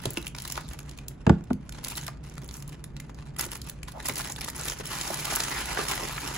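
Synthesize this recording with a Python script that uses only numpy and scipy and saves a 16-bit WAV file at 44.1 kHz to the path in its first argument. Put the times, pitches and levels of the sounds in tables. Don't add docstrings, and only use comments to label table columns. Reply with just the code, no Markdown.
import sys
import numpy as np
from scipy import signal
from scipy.fft import rfft, irfft, next_fast_len
from scipy.io import wavfile
from scipy.ndimage import uniform_filter1d

SR = 44100
rng = np.random.default_rng(int(sys.argv[2]) if len(sys.argv) > 2 else 0)


def generate_wav(signal):
    frames = np.transpose(np.atleast_2d(signal))
    scaled = np.clip(frames, -1, 1) * 32767
    pcm = np.round(scaled).astype(np.int16)
    wavfile.write(sys.argv[1], SR, pcm)


N = 280917

# t/s, level/dB, tilt/(dB/octave)
CREASE_SNAPS = [(0.0554, -17, -1.5), (0.105, -24.5, 11), (0.1334, -31, 9), (0.1716, -17.5, -4),
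                (0.226, -33, -1), (0.268, -22, -2), (0.277, -26, 2), (0.349, -27, -6.5), (0.3634, -36, -1),
                (0.3842, -25.5, -3), (0.402, -33, -3), (0.421, -26.5, 3.5), (0.4514, -25, -2.5),
                (0.476, -26.5, 2), (0.4994, -24, -4), (0.521, -20, 2), (0.555, -27.5, -5.5),
                (0.575, -28, -1), (0.6878, -33, -1.5), (0.733, -32.5, -1.5), (0.789, -29.5, -3),
                (0.893, -33, -3), (0.912, -37, -3), (0.975, -37.5, -2.5), (0.987, -31, -4.5),
                (1.0823, -24.5, 5.5), (1.4085, -43, -10), (1.439, -44.5, 1), (1.531, -34, 0),
                (1.6925, -30, -5.5), (1.723, -32, -1), (1.847, -21, 3), (1.883, -22, 0.5), (1.971, -23, 7),
                (1.98, -23.5, -1.5), (2.08, -24.5, -2), (2.38, -30, -4), (2.489, -31.5, -4.5),
                (2.624, -32.5, 0.5), (2.678, -33.5, 7), (2.8404, -29.5, -3), (2.966, -33.5, -4),
                (3.0, -29, -0.5), (3.095, -35, -12), (3.1458, -43.5, 1), (3.364, -32, -5), (3.3862, -23, 8),
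                (3.394, -21, 18), (3.41, -16, 2), (3.552, -26.5, 2.5), (3.6161, -28, 2), (3.6965, -24, 4),
                (3.831, -27.5, -2.5), (4.0847, -15.5, 9), (4.156, -22.5, 1), (4.1782, -24, 12),
                (4.2075, -29, -8), (4.3207, -23, 2.5), (4.3615, -27, -4), (4.414, -23.5, -2.5),
                (4.4445, -22.5, 0), (4.4866, -25.5, 2), (4.5, -25.5, 1), (4.698, -21, -4), (5.012, -19, -3),
                (5.0757, -24, -1), (5.3528, -17, 6), (5.359, -12.5, 11), (5.4028, -15, -3),
                (5.435, -19.5, -5.5), (5.482, -20, -7), (5.728, -26, 3), (5.9115, -18, -3.5),
                (5.917, -20, 0), (5.977, -25, -8), (6.277, -25, -1)]
# t/s, level/dB, f/Hz
PANEL_BUCKLES = [(0.054, -28, 383), (0.067, -31, 127), (0.174, -29.5, 322), (0.575, -24.5, 1190),
                 (2.082, -31.5, 1090), (2.429, -43, 288), (3.46, -39, 358), (4.085, -28, 914),
                 (4.097, -34, 259), (4.112, -36.5, 140), (4.197, -29.5, 1170), (4.698, -36, 1300),
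                 (4.798, -33, 428), (5.102, -29, 654), (5.322, -27.5, 820), (5.772, -21.5, 1190),
                 (5.787, -26.5, 445), (6.028, -34, 433), (6.178, -26, 1640)]
# t/s, rise/s, length/s, crinkle/dB, rub/dB
HAND_MOVES = [(0.0, 0.0014, 0.26, -55, -51), (0.34, 0.081, 0.28, -48.5, -51.5),
              (0.657, 0.038, 0.17, -56.5, -54.5), (0.835, 0.013, 0.18, -68, -60),
              (1.712, 0.026, 0.33, -67.5, -53), (1.826, 0.0089, 0.25, -43.5, -48.5),
              (2.227, 0.0073, 0.27, -60, -58), (2.487, 0.073, 0.081, -49.5, -49),
              (2.668, 0.0088, 0.078, -59.5, -54), (2.897, 0.43, 0.39, -66, -54),
              (3.375, 0.018, 0.074, -38, -40.5), (3.477, 0.039, 0.071, -44, -44),
              (3.622, 0.024, 0.08, -52.5, -51.5), (3.871, 0.012, 0.023, -46.5, -47),
              (3.956, 0.066, 0.075, -46.5, -47), (4.027, 0.042, 0.07, -36, -37.5),
              (4.138, 0.049, 0.1, -35.5, -39), (4.242, 0.023, 0.092, -43.5, -46),
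              (4.363, 0.045, 0.13, -43.5, -42.5), (4.526, 0.05, 0.11, -40.5, -43),
              (4.61, 0.074, 0.11, -33, -36), (4.768, 0.016, 0.039, -45.5, -44),
              (5.853, 0.04, 0.043, -33.5, -52)]
# t/s, crinkle/dB, rub/dB
ARM_PUSH = [(4.832, -43.5, -46), (4.87, -37.5, -38.5), (5.28, -34, -37.5), (5.35, -33, -31),
            (5.41, -34.5, -37), (5.72, -39, -34.5), (5.9, -36, -34), (6.05, -39.5, -35.5),
            (6.12, -39.5, -41), (6.37, -40.5, -36.5)]
# t/s, length/s, level/dB, f/Hz
SWELLS = [(0.366, 0.37, -52.5, 4200), (0.573, 0.045, -43.5, 1050), (2.498, 0.13, -51, 8900),
          (3.929, 0.081, -43, 744), (5.503, 0.16, -36.5, 1670), (5.989, 0.091, -46.5, 414)]
# f/Hz, level/dB
FILM_SPECTRUM = [(200, -14), (800, -5), (2000, -2), (4000, 0), (7000, 2.5), (10800, 3.5), (12500, -7),
                 (15700, -3), (17000, -79)]
# f/Hz, level/dB
RUB_SPECTRUM = [(100, -19.5), (300, -3), (550, -7.5), (900, -1), (1700, -4.5), (2800, -7), (5000, -11.5),
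                (10000, -16), (16000, -70)]
# t/s, ring/dB, softness/(dB/octave off the main mode), thud/dB, crack/dB
SCISSOR_BLOWS = [(1.2662, -17.5, -0.5, -19.5, -21), (1.2949, -14, 0, -15.5, -17),
                 (1.5039, -12, 27, -25.5, -40)]
# f/Hz, level/dB, t60/s
TABLE_MODES = [(82, 5.5, 0.11), (126, -2, 0.12), (143.6, 1, 0.18), (170.7, -2.5, 0.24), (203, -1.5, 0.2),
               (249, 0, 0.16), (345, 2.5, 0.1), (445, 0.5, 0.087), (665, -10, 0.094), (810, -20, 0.036)]
# f/Hz, level/dB
THUD_BANDS = [(72, -9), (180, -6), (330, -2), (700, -3.5), (1250, -12)]
# f/Hz, level/dB
CRACK_SPECTRUM = [(200, -42), (700, 10), (1400, 9.5), (2700, 2.5), (4500, -8.5), (7500, -9), (11000, -24.5),
                  (16000, -38)]
# f/Hz, t60/s
ROOM_T60 = [(100, 0.28), (500, 0.36), (2000, 0.27), (6000, 0.22), (15000, 0.11)]
# f/Hz, level/dB
HUM_SPECTRUM = [(20, -14), (35, -5.5), (48, 5), (65, 3.5), (90, -10.5), (120, -1), (143, 4.5), (170, -5),
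                (215, -8.5), (275, -9.5), (330, -14.5), (700, -24), (2500, -37.5), (10000, -86),
                (16000, -68)]
# f/Hz, coherence/1
COHERENCE = [(60, 0.94), (200, 0.98), (600, 0.14), (1500, 0.66), (3000, 0.38), (5500, 0.28), (7000, 0.52),
             (9000, 0.96), (16000, 0.056)]
# f/Hz, left lead/rad
STEREO_PHASE = [(0, 0), (1380, 0.6), (2760, -1.0), (3450, -1.4), (4310, -0.4), (5600, -1.6), (6720, -0.1),
                (7410, 0.1), (8010, 2.8), (9560, 3.5), (10300, 6.1), (12000, 6.4), (12800, 9.3),
                (14000, 9.5), (14800, 12.5), (16600, 12.6)]

CRINKLE, RUB = 0, 1


def snaps(gain_db=-1, tick_s=0.00024, pull=0.55, lag_s=0.0024, decay_s=0.0015, pivot_hz=4000, size=2048):
    out, t, hz = np.zeros((2, N)), np.arange(size) / SR, bins(size)
    octaves = np.log2(np.maximum(hz, 1000) / pivot_hz)
    for start_s, db, tilt in CREASE_SNAPS + stray_snaps():
        age_s = t - lag_s * rng.random((3, 1))
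        neighbour_power = ((age_s > 0) * np.exp(-2 * abs(age_s) / decay_s)).sum(0)
        envelope = np.sqrt(np.exp(-2 * t / tick_s) + pull ** 2 * neighbour_power)
        facet_hz = pivot_hz * 2 ** rng.standard_normal((2, 1))
        facets_db = hump(hz, facet_hz, octaves=0.25, height_db=6).sum(0)
        curve_db = lookup(FILM_SPECTRUM, hz) + tilt * octaves + facets_db
        add(out, start_s, gain_of(db + gain_db) * burst(envelope, curve_db))
    return out


def stray_snaps(rate_per_s=12, over_db=15, spread_db=4, cap_db=-31):
    count = round(rate_per_s * N / SR)
    at = rng.integers(0, N, count)
    force_db = 20 * np.log10(handling(CRINKLE) * slack() ** 3)
    level_db = np.minimum(force_db[at] + rng.normal(over_db, spread_db, count), cap_db)
    tilt_db_per_octave = rng.normal(4.5, 3, count)
    return list(zip(at / SR, level_db, tilt_db_per_octave))


def buckles(gain_db=7, rise_s=0.0021, crossover_hz=260, size=8192):
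    out, t, hz = np.zeros((2, N)), np.arange(size) / SR, bins(size)
    padding_db = lookup([(30, -29), (200, 6.5), (2000, -6), (16000, -8)], hz)
    for start_s, db, centre_hz in PANEL_BUCKLES:
        decay_s = 0.00295 + 1.23 / centre_hz
        envelope = (1 - np.exp(-t / rise_s)) * np.exp(-t / decay_s)
        octaves = 2.53 * np.sqrt(crossover_hz / centre_hz)
        puff = burst(envelope, padding_db + hump(hz, centre_hz, octaves, height_db=30))
        note = envelope * np.sqrt(2) * np.sin(2 * np.pi * centre_hz * t)
        note_share = 1 / (1 + (centre_hz / crossover_hz) ** 2)
        pop = np.sqrt(1 - note_share) * puff + np.sqrt(note_share) * note
        add(out, start_s, gain_of(db + gain_db) * pop)
    return out


def crinkle(gain_db=-2, base_rate_per_s=2300, spread_db=5, clump_db=5.5, decay_s=0.0016, bands=24, size=512):
    out, t, hz = np.zeros((2, N)), np.arange(size) / SR, bins(size)
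    force = handling(CRINKLE)
    chance = base_rate_per_s / SR * (force / force.max()) ** 1.1
    tick_db = spread_db * np.minimum(rng.exponential(1, N), 4) + clump_db * wander(95)
    ticks = (rng.random(N) < chance / slack()) * gain_of(slack() * tick_db)
    ticks *= force / np.sqrt(abs(uniform_filter1d(ticks ** 2, size=4000)) + chance)
    band = rng.integers(0, bands, N)
    for k, centre_hz in enumerate(np.geomspace(2000, 14000, bands)):
        curve_db = lookup(FILM_SPECTRUM, hz) + hump(hz, centre_hz, octaves=0.14, height_db=13)
        grain = burst(np.exp(-t / decay_s), curve_db)
        grain /= np.linalg.norm(grain[0])
        out += signal.oaconvolve((ticks * (band == k))[None], grain, axes=1)[:, :N]
    return gain_of(gain_db) * out


def rubbing(slip_db=3.5, catch_db=4.5, hiss_db=-12):
    stick_slip = gain_of(slack() * (slip_db * wander(185) + catch_db * wander(34)))
    stick_slip /= np.sqrt(uniform_filter1d(stick_slip ** 2, size=8000))
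    friction = handling(RUB) * steady_noise(RUB_SPECTRUM)
    hiss = gain_of(hiss_db) * handling(CRINKLE) * steady_noise(FILM_SPECTRUM)
    return (friction + hiss) * stick_slip


def swells(flutter_db=2):
    out = np.zeros((2, N))
    for start_s, length_s, db, centre_hz in SWELLS:
        size = 2 * int(length_s * SR / 2)
        hz = bins(size)
        envelope = np.sqrt(np.hanning(size)) * gain_of(flutter_db * wander(220)[:size])
        band_db = hump(hz, centre_hz, octaves=0.92, height_db=30) - 10 * np.log10(hz + centre_hz)
        add(out, start_s, gain_of(db) * burst(envelope, band_db))
    return out


def flexing(x, depth_db=2):
    spectra = signal.stft(x, nperseg=512)[2]
    patches = uniform_filter1d(rng.standard_normal(spectra.shape[1:]), size=5, axis=0)
    patches = unit_rms(uniform_filter1d(patches, size=7, axis=1))
    return signal.istft(spectra * unit_rms(gain_of(depth_db * patches)), nperseg=512)[1][:, :N]


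def handling(layer, rest_db=(-83, -63.5), ease_db=4, settle_s=0.022):
    t, push = np.arange(N) / SR, np.array(ARM_PUSH)
    arm = (t > push[0, 0]) * gain_of(np.interp(t, push[:, 0], push[:, 1 + layer]))
    power = gain_of(rest_db[layer]) ** 2 + arm ** 2
    for start_s, rise_s, length_s, *levels_db in HAND_MOVES:
        age_s = t - start_s
        attack = np.clip(age_s / rise_s, 0, 1)
        hold = gain_of(levels_db[layer] + ease_db * (1 - np.clip(age_s / length_s, 0, 1)))
        release = np.exp(-np.maximum(age_s - length_s, 0) / settle_s)
        power += (attack * hold * release) ** 2
    return np.sqrt(power)


def slack(taut=0.62):
    return np.where(np.arange(N) / SR < ARM_PUSH[0][0], 1, taut)


def table_thumps(rise_s=0.0068, align_s=0.0115, main_hz=235, width=0.15, size=22050):
    out, t = np.zeros((2, N)), np.arange(size) / SR
    for start_s, ring_db, softness, thud_db, _ in SCISSOR_BLOWS:
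        modes = np.zeros(size, complex)
        for hz, db, t60_s in TABLE_MODES:
            envelope = gain_of(db - softness * abs(np.log2(hz / main_hz)) - 60 * t / t60_s)
            modes += envelope * np.exp(2j * np.pi * hz * (t - align_s))
        modes *= 1 - np.exp(-t / rise_s)
        ring = modes.imag + width * np.array([[-1], [1]]) * modes.real
        add(out, start_s, gain_of(ring_db) * ring + gain_of(thud_db) * thud(size))
    return out


def thud(size):
    out, t = np.zeros((2, size)), np.arange(size) / SR
    for band_hz, db in THUD_BANDS:
        peak_s = 0.0041 * np.sqrt(500 / band_hz)
        envelope = t / peak_s * np.exp(1 - t / peak_s)
        out += gain_of(db) * burst(envelope, hump(bins(size), band_hz, octaves=1.44, height_db=80))
    return out


def scissor_cracks(decay_s=0.003, size=4096):
    out, t = np.zeros((2, N)), np.arange(size) / SR
    for start_s, *_, crack_db in SCISSOR_BLOWS:
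        crack = burst(np.exp(-t / decay_s), lookup(CRACK_SPECTRUM, bins(size)))
        add(out, start_s, gain_of(crack_db) * crack)
    return out


def room(x, onset_s=0.0023, size=22050):
    hz, t, spectra = signal.stft(noise_pair(size), SR, nperseg=256)
    decay = gain_of(-60 * t / lookup(ROOM_T60, hz)[:, None])
    tail = signal.istft(spectra * decay, SR, nperseg=256)[1]
    tail *= np.clip(np.arange(tail.shape[1]) / SR / onset_s, 0, 1) ** 2
    return signal.fftconvolve(x.mean(0)[None], tail / np.linalg.norm(tail[0]), axes=1)[:, :N]


def ventilation(level_db=-42):
    return gain_of(level_db) * steady_noise(HUM_SPECTRUM)


def burst(envelope, curve_db):
    log_gain = np.log(gain_of(np.maximum(curve_db, -100)))
    mirrored = np.r_[log_gain, log_gain[-2:0:-1]]
    response = np.exp(np.conj(signal.hilbert(mirrored)))[:len(log_gain)]
    coloured = irfft(rfft(noise_pair(len(envelope)) * envelope) * response)
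    return unit_rms(coloured) * np.sqrt(np.mean(envelope ** 2))


def steady_noise(spectrum):
    size = 2 * next_fast_len(N // 2 + 1)
    response = gain_of(lookup(spectrum, bins(size)))
    return unit_rms(irfft(rfft(noise_pair(size)) * response)[:, :N])


def noise_pair(size):
    a, b = rfft(rng.standard_normal((2, size)))
    coherence = lookup(COHERENCE, bins(size))
    mid, side = a * np.sqrt((1 + coherence) / 2), b * np.sqrt((1 - coherence) / 2)
    return irfft([mid + side, mid - side], size)


def wander(corner_hz):
    return unit_rms(irfft(rfft(rng.standard_normal(N)) / (1 + (bins(N) / corner_hz) ** 4), N))


def hump(hz, centre_hz, octaves, height_db):
    return height_db * np.exp(-0.5 * (np.log2((hz + 1) / centre_hz) / octaves) ** 2)


def lookup(points, hz):
    points_hz, values = np.transpose(points)
    return np.interp(np.log(hz + 1), np.log(points_hz + 1), values)


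def add(mix, start_s, sound):
    part = mix[:, round(start_s * SR):][:, :sound.shape[1]]
    part += sound[:, :part.shape[1]]


def bins(size):
    return np.fft.rfftfreq(size, 1 / SR)


def gain_of(db):
    return 10 ** (np.asarray(db) / 20)


def unit_rms(x):
    return x / np.sqrt(np.mean(x ** 2) + 1e-20)


def scene(bag_send_db=-10, table_send_db=-19, crack_send_db=-14):
    bag = snaps() + buckles() + crinkle() + flexing(rubbing() + swells())
    table, cracks = table_thumps(), scissor_cracks()
    send = gain_of(bag_send_db) * bag + gain_of(table_send_db) * table + gain_of(crack_send_db) * cracks
    return bag + table + cracks + room(send) + ventilation()


def record(dry, trim_db=0.5, cutoff_hz=16550):
    size = next_fast_len(N + 4096)
    lead_rad = np.interp(bins(size), *np.transpose(STEREO_PHASE))
    rotation = np.exp(0.5j * lead_rad * np.array([[1], [-1]]))
    channels = irfft(rfft(dry, size) * rotation, size)[:, :N]
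    channels *= gain_of([[-trim_db], [trim_db]])
    lowpass = signal.firwin(301, cutoff_hz, window=("kaiser", 9), fs=SR)
    return signal.oaconvolve(channels, lowpass[None], "same")


dry = scene()
out = record(dry)
generate_wav(out)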